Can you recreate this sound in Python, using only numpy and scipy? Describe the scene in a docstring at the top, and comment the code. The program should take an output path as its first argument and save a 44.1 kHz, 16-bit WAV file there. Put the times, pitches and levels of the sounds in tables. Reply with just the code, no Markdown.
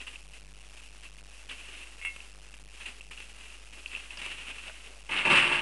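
"""Newspaper rustles and snaps under the paws of puppies scuffling indoors beside a metal food pan. Claws tick,
kibble cracks sharply between teeth and rings briefly, a paw makes the pan clink, and there are faint grunts. At
the end a pup tumbles close by, thumps the floor and shoves the pan over the paper. A cheap camera picks it all
up with a shrill microphone, mains hum and a coarse, buzzy converter."""
import sys
import numpy as np
from scipy import signal
from scipy.fft import rfft, irfft, next_fast_len
from scipy.io import wavfile

SR = 44100
rng = np.random.default_rng(int(sys.argv[2]) if len(sys.argv) > 2 else 0)


def output_pcm(signal):
    """Save a mono or channel-first signal as 16-bit PCM at the path in sys.argv[1].

    Samples are clipped to [-1, 1] before scaling.
    """
    pcm = np.clip(np.atleast_2d(signal).T, -1, 1) * 32767
    wavfile.write(sys.argv[1], SR, np.round(pcm).astype(np.int16))


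N = 247401
TIME = np.arange(N) / SR


def from_db(db):
    """Turn decibels into a number to multiply by."""
    return 10 ** (np.asarray(db) / 20)


def unit_power(x):
    """Scale a signal so that its average power is 1."""
    return x / np.sqrt(np.mean(x ** 2) + 1e-20)


def drift(per_s):
    """A wandering curve that heads for a new random value per_s times a second."""
    points = rng.standard_normal(4000)
    return unit_power(np.interp(TIME * per_s, np.arange(len(points)), points))


def coloured(x, spectrum):
    """Make some pitches louder and others softer, following rows of (Hz, dB)."""
    size = next_fast_len(N + SR // 4, True) // 2 * 2
    hz, db = np.transpose(spectrum)
    grid_hz = np.maximum(np.arange(size // 2 + 1) * SR / size, 1)
    gain = from_db(np.interp(np.log(grid_hz), np.log(hz), db))
    # Minimum phase: the filter rings only after a click, never before it.
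    cepstrum = irfft(np.log(gain))
    cepstrum[1:size // 2] *= 2
    cepstrum[size // 2 + 1:] = 0
    return irfft(rfft(x, size) * np.exp(rfft(cepstrum)))[:N]


def resonance(x, hz, width):
    """Let through a band of pitches around hz, with the width also in Hz."""
    r = np.exp(-np.pi * width / SR)
    feedback = [1, -2 * r * np.cos(2 * np.pi * hz / SR), r * r]
    return signal.lfilter(np.array([1, 0, -1]) * (1 - r * r) / 2, feedback, x + 1e-18)


def ring(x, hz, t60):
    """Each click starts a pure tone that fades by 60 dB in t60 seconds."""
    r, w = np.exp(-np.log(1000) / (t60 * SR)), 2 * np.pi * hz / SR
    return signal.lfilter([0, np.sin(w)], [1, -2 * r * np.cos(w), r * r], x + 1e-18)


def grains(per_s, spread_db):
    """Tiny clicks of uneven size at random moments."""
    sizes = from_db(spread_db * np.minimum(rng.exponential(1, N), 4))
    signs = rng.choice([-1, 1], N)
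    return unit_power(sizes * signs * (rng.random(N) < per_s / SR))


def sprays(rows, spray_db, fade_s):
    """Each row (start, dB) makes a click, then a fading spray with spray_db more energy than it."""
    out, age = np.zeros(N + SR), TIME[:SR // 8]
    for start, db in rows:
        spray = rng.standard_normal(len(age)) * np.exp(-age / fade_s) * (age > .001)
        spray *= from_db(spray_db) / np.linalg.norm(spray)
        spray[0] += 1   # the click itself
        at = round(start * SR)
        out[at:at + len(age)] += from_db(db) * spray
    return out[:N]


def strokes(rows, rise_s, sag_db_per_s, fade_db_per_s):
    """A loudness curve: each stroke (start, length, dB) rises, sags while it lasts, then fades."""
    power = np.zeros(N)
    for start, length, db in rows:
        age = np.maximum(TIME - start, 0)
        rise = np.minimum(age / rise_s, 1)
        fall_db = sag_db_per_s * np.minimum(age, length) + fade_db_per_s * np.maximum(age - length, 0)
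        power += (rise * from_db(db - np.minimum(fall_db, 200))) ** 2
    return np.sqrt(power)


# The tones of the hum. Each row: multiple of the mains frequency, level in dB.
HUM_TONES = [(1, -51), (3, -71.5), (4, -79)]

def electronics(mains_hz=50):
    """The camera adds mains hum, a low flutter of noise and a faint sputtering hiss."""
    phase = 2 * np.pi * mains_hz * (TIME + .001)
    hum = -sum((-1) ** k * from_db(db) * np.sin(multiple * phase)
               for k, (multiple, db) in enumerate(HUM_TONES))
    flutter = from_db(-71) * unit_power(resonance(rng.standard_normal(N), hz=242.6, width=400))
    hiss = from_db(-71.5) * rng.standard_normal(N)
    sputter = from_db(-64) * grains(per_s=140, spread_db=-1)
    return hum + flutter + hiss + sputter


# Faint puppy grunts. Each row: loudest moment in seconds, length in seconds, pitch in Hz, level in dB.
PUPPY_GRUNTS = [(4.69, 0.063, 616, -53), (4.89, 0.14, 474, -59.5), (4.965, 0.08, 616, -60.5)]

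def grunts():
    """A hoarse little sound swells and fades, resonating in a closed muzzle."""
    out = np.zeros(N)
    for middle, length, hz, db in PUPPY_GRUNTS:
        swell = np.cos(np.pi * np.clip((TIME - middle) / length, -.5, .5))
        rasp = resonance(grains(per_s=2300, spread_db=3), hz, width=100)
        out += from_db(db) * swell * unit_power(rasp)
    return out


# Claws and kibble tapping. Each row: start in seconds, level in dB.
HARD_TAPS = [(0.0034, -36.5), (0.07, -36.5), (0.0796, -32.5), (0.158, -34.5), (1.508, -39), (2.204, -36.5),
             (2.864, -35.5), (3.0089, -37.5), (3.1758, -38.5), (3.502, -40.5), (3.8601, -26.5),
             (3.917, -36), (3.9504, -26.5), (3.962, -29), (4.1063, -36.5), (5.165, -21), (5.179, -26),
             (5.2526, -25)]

def ticks():
    """Small hard things touch and ring for a few thousandths of a second."""
    taps = sprays(HARD_TAPS, spray_db=-10, fade_s=0.004)
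    return from_db(-6.5) * ring(taps, hz=2676, t60=0.0067)


# Kibble cracking between teeth. Each row: start in seconds, pitch in Hz, level in dB.
KIBBLE_CRUNCHES = [(0.0147, 3870, -42), (1.497, 3540, -36), (2.162, 1293, -41), (3.878, 4600, -41.5),
                   (4.173, 5060, -35.5), (4.697, 1460, -36), (5.186, 3800, -30)]

def kibble_crunches():
    """Each crunch of kibble is a quick spray of clicks that rings briefly at its own pitch."""
    return sum(ring(sprays([(start, db)], spray_db=0, fade_s=0.0029), hz, t60=0.0047)
               for start, hz, db in KIBBLE_CRUNCHES)


# The resonances of the floor under the paper. Each row: pitch in Hz, width in Hz, level in dB.
FLOOR_TONES = [(101.5, 23, -9), (160.4, 34, -0.5), (348, 40, 2.5), (581.3, 31, 2.5), (915, 55, 4),
               (1171, 46, -0.5), (1656, 51, -2.5)]

def floor_body(push):
    """A push shakes the floor at several pitches that die away quickly."""
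    return sum((-1) ** k * from_db(db) * resonance(push, hz, width)
               for k, (hz, width, db) in enumerate(FLOOR_TONES))


# Paws and bodies landing. Each row: start in seconds, level in dB.
LANDINGS = [(2.349, -45), (3.776, -35), (4.171, -30.5), (4.214, -34.5), (4.266, -28.5), (5.093, -42),
            (5.251, -19), (5.357, -10), (5.514, -10.5)]

def thumps():
    """Soft weights land and make the floor thud."""
    return from_db(17.5) * floor_body(sprays(LANDINGS, spray_db=2, fade_s=0.012))


# The tones of the metal pan. Each row: pitch in Hz, level in dB, seconds to fade by 60 dB.
PAN_TONES = [(2000, -6.5, .08), (2136, -5, .15), (2165, 0.5, 0.22), (2248, -5, 0.14), (2662, -14.5, 0.2),
             (2756, -10.5, .17), (3314, -14, 0.2)]

def pan_body(push):
    """The pan rings at pitches so close together that the sound wavers."""
    return sum(from_db(db) * ring(push, hz, t60) for hz, db, t60 in PAN_TONES)


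# Paws knocking the pan. Each row: start in seconds, level in dB.
PAN_KNOCKS = [(2.0143, -33.5), (2.0264, -33.5), (2.0497, -21), (2.0704, -30.5)]

def pan_clinks():
    """A knock rings the pan; the kibble in it jumps and rattles back down."""
    knocks = sprays(PAN_KNOCKS, spray_db=-16, fade_s=0.0027)
    kibble = sprays(PAN_KNOCKS, spray_db=14, fade_s=0.016)
    hollow = resonance(resonance(kibble, hz=2080, width=560), hz=2080, width=560)
    rattle = hollow + from_db(-1.5) * resonance(kibble, hz=1260, width=630)
    sparkle = resonance(kibble, hz=8800, width=2300)
    return from_db(-19) * pan_body(knocks) + from_db(2.6) * rattle + from_db(-5.5) * sparkle


# The faint rustle of restless puppies between paw strokes. Each row: time in seconds, level in dB.
FIDGETING = [(0, -58.5), (0.25, -63), (0.52, -67), (0.65, -59.5), (0.95, -60.5), (1.24, -67.5),
             (1.33, -58.5), (2.25, -56.5), (2.36, -61.5), (2.66, -63.5), (2.9, -52), (3.08, -67.5),
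             (3.3, -56), (3.68, -61), (4.05, -52.5), (4.7, -51.5), (5.03, -62)]
# Paws sliding over the paper. Each row: start in seconds, length in seconds, level in dB.
PAW_SLIDES = [(0.0, 0.018, -48.5), (0.064, 0.02, -43), (0.11, 0.04, -54.5), (0.33, 0.025, -54.5),
              (0.765, 0.037, -54.5), (1.03, 0.023, -50.5), (1.18, 0.0052, -55), (1.486, 0.05, -45),
              (1.56, 0.16, -50), (1.68, 0.15, -49), (1.85, 0.075, -57.5), (1.978, .02, -50.5),
              (2.73, 0.072, -54.5), (2.797, 0.019, -45), (2.854, 0.046, -45.5), (3.108, 0.017, -46.5),
              (3.17, 0.055, -50.5), (3.38, 0.19, -52.5), (3.722, .015, -51.5), (3.778, 0.022, -50),
              (3.902, .11, -47), (4.102, 0.019, -47.5), (4.167, 0.034, -46), (4.213, 0.12, -41.5),
              (4.34, 0.13, -48.5), (4.465, 0.044, -43), (4.55, .14, -48), (4.835, 0.051, -54.5)]
# Creases snapping. Each row: start in seconds, level in dB.
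CREASE_SNAPS = [(0.0153, -31.5), (1.034, -38), (1.4936, -32.5), (1.526, -33), (2.1624, -30), (2.541, -34),
                (3.2035, -28.5), (4.217, -26), (4.2355, -36), (4.263, -24.5), (4.484, -29.5), (5.095, -35),
                (5.111, -26), (5.2533, -30)]
# The tone colour of rustling paper. Each row: frequency in Hz, boost or cut in dB.
RUSTLE_COLOUR = [(100, -6.5), (300, 1), (700, -2), (1200, 1.5), (1900, 1.5), (3000, -1.5), (3800, -5.5),
                 (5000, -9.5), (6500, -10.5), (9200, -5.5), (11000, -11.5)]

def newspaper():
    """Paper fibres crackle in clumps as paws slide; now and then a crease snaps."""
    fidgets = from_db(np.interp(TIME, *np.transpose(FIDGETING)))
    slides = from_db(0.06) * strokes(PAW_SLIDES, rise_s=0.005, sag_db_per_s=15, fade_db_per_s=420)
    fibres = grains(per_s=8000, spread_db=2)
    clumps = from_db(1.9 * drift(per_s=80) + 0.23)
    crackle = np.hypot(slides, fidgets) * fibres * clumps
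    snaps = from_db(9) * sprays(CREASE_SNAPS, spray_db=-2, fade_s=0.005)
    return coloured(crackle + snaps, RUSTLE_COLOUR)


# The tumbling pup shoves pan and paper.
# Each row: start in seconds, length in seconds, scraping level in dB, push on the floor in dB.
PUP_SHOVES = [(5.088, 0.18, -42.5, -42.5), (5.112, 0.12, -34.5, -51), (5.163, 0.023, -34, -60),
              (5.247, 0.035, -30.5, -28), (5.297, 0.052, -25, -26.5), (5.35, 0.048, -23.5, -33.5),
              (5.418, 0.17, -30.5, -34), (5.514, 0.03, -31.5, -40)]
# The tone colour of scraped paper. Each row: frequency in Hz, boost or cut in dB.
SCRAPE_COLOUR = [(80, -11), (200, -1), (600, -2), (1200, 7.5), (2000, 5.5), (3000, -0.5), (4200, -8),
                 (6500, -17), (9200, -7), (11000, -23.5)]

def tumble():
    """The shoved pan sticks and slips: paper scrapes, the metal sings faintly and the floor rumbles."""
    shape = dict(rise_s=0.0061, sag_db_per_s=21, fade_db_per_s=230)
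    scraping = strokes([(start, length, db) for start, length, db, _ in PUP_SHOVES], **shape)
    weight = strokes([(start, length, db) for start, length, _, db in PUP_SHOVES], **shape)
    slips = from_db(0.91 * drift(per_s=130))
    friction = scraping * slips * grains(per_s=14000, spread_db=1.7)
    rumble = from_db(13) * floor_body(weight * slips * grains(per_s=4000, spread_db=0.1))
    # The pan's rim catches on the paper; the catches grow louder faster than the scraping does.
    grip = scraping.max() * (scraping / scraping.max()) ** 2.4
    catches = from_db(-22.5) * ring(grip * grains(per_s=130, spread_db=-2.1), hz=2750, t60=0.006)
    singing = from_db(-48.5) * pan_body(friction)
    return coloured(friction, SCRAPE_COLOUR) + catches + singing + rumble


def room(x, t60, echo_db):
    """The walls of the pen add a short blur of echoes."""
    age = TIME[:SR // 2]
    tail = rng.standard_normal(len(age)) * np.exp(-np.log(1000) * age / t60) * (age > .003)
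    return x + from_db(echo_db) * signal.fftconvolve(x, tail / np.linalg.norm(tail))[:N]


def scene():
    """All the sounds in the pen, mixed into one channel."""
    mix = newspaper() + ticks() + kibble_crunches() + tumble() + thumps() + pan_clinks() + grunts()
    return room(mix, t60=0.24, echo_db=-12.5)[None]


def microphone(x, ceiling=0.5):
    """The small microphone boosts one shrill band and rounds off the loudest peaks."""
    shrill = x + from_db(16) * resonance(x, hz=2703, width=370)
    return ceiling * np.tanh(shrill / ceiling)


def converter(x, step=0.0055, cutoff_hz=12200):
    """Round down to coarse steps at half the sample rate; in the quiet, hum flips a step and buzzes."""
    stepped = step * np.floor(signal.resample_poly(x, 1, 2) / step)
    smoothing = signal.firwin(45, 11000, fs=SR)
    full_rate = signal.resample_poly(stepped, 2, 1, window=smoothing)[:N]
    treble_cut = signal.ellip(10, .1, 80, cutoff_hz, fs=SR, output="sos")
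    return signal.sosfilt(treble_cut, full_rate)


def record(dry):
    """The sound passes through the camera's microphone, gains hum and hiss, and meets the converter."""
    return converter(microphone(dry[0]) + electronics())[None]


dry = scene()
out = record(dry)
output_pcm(out)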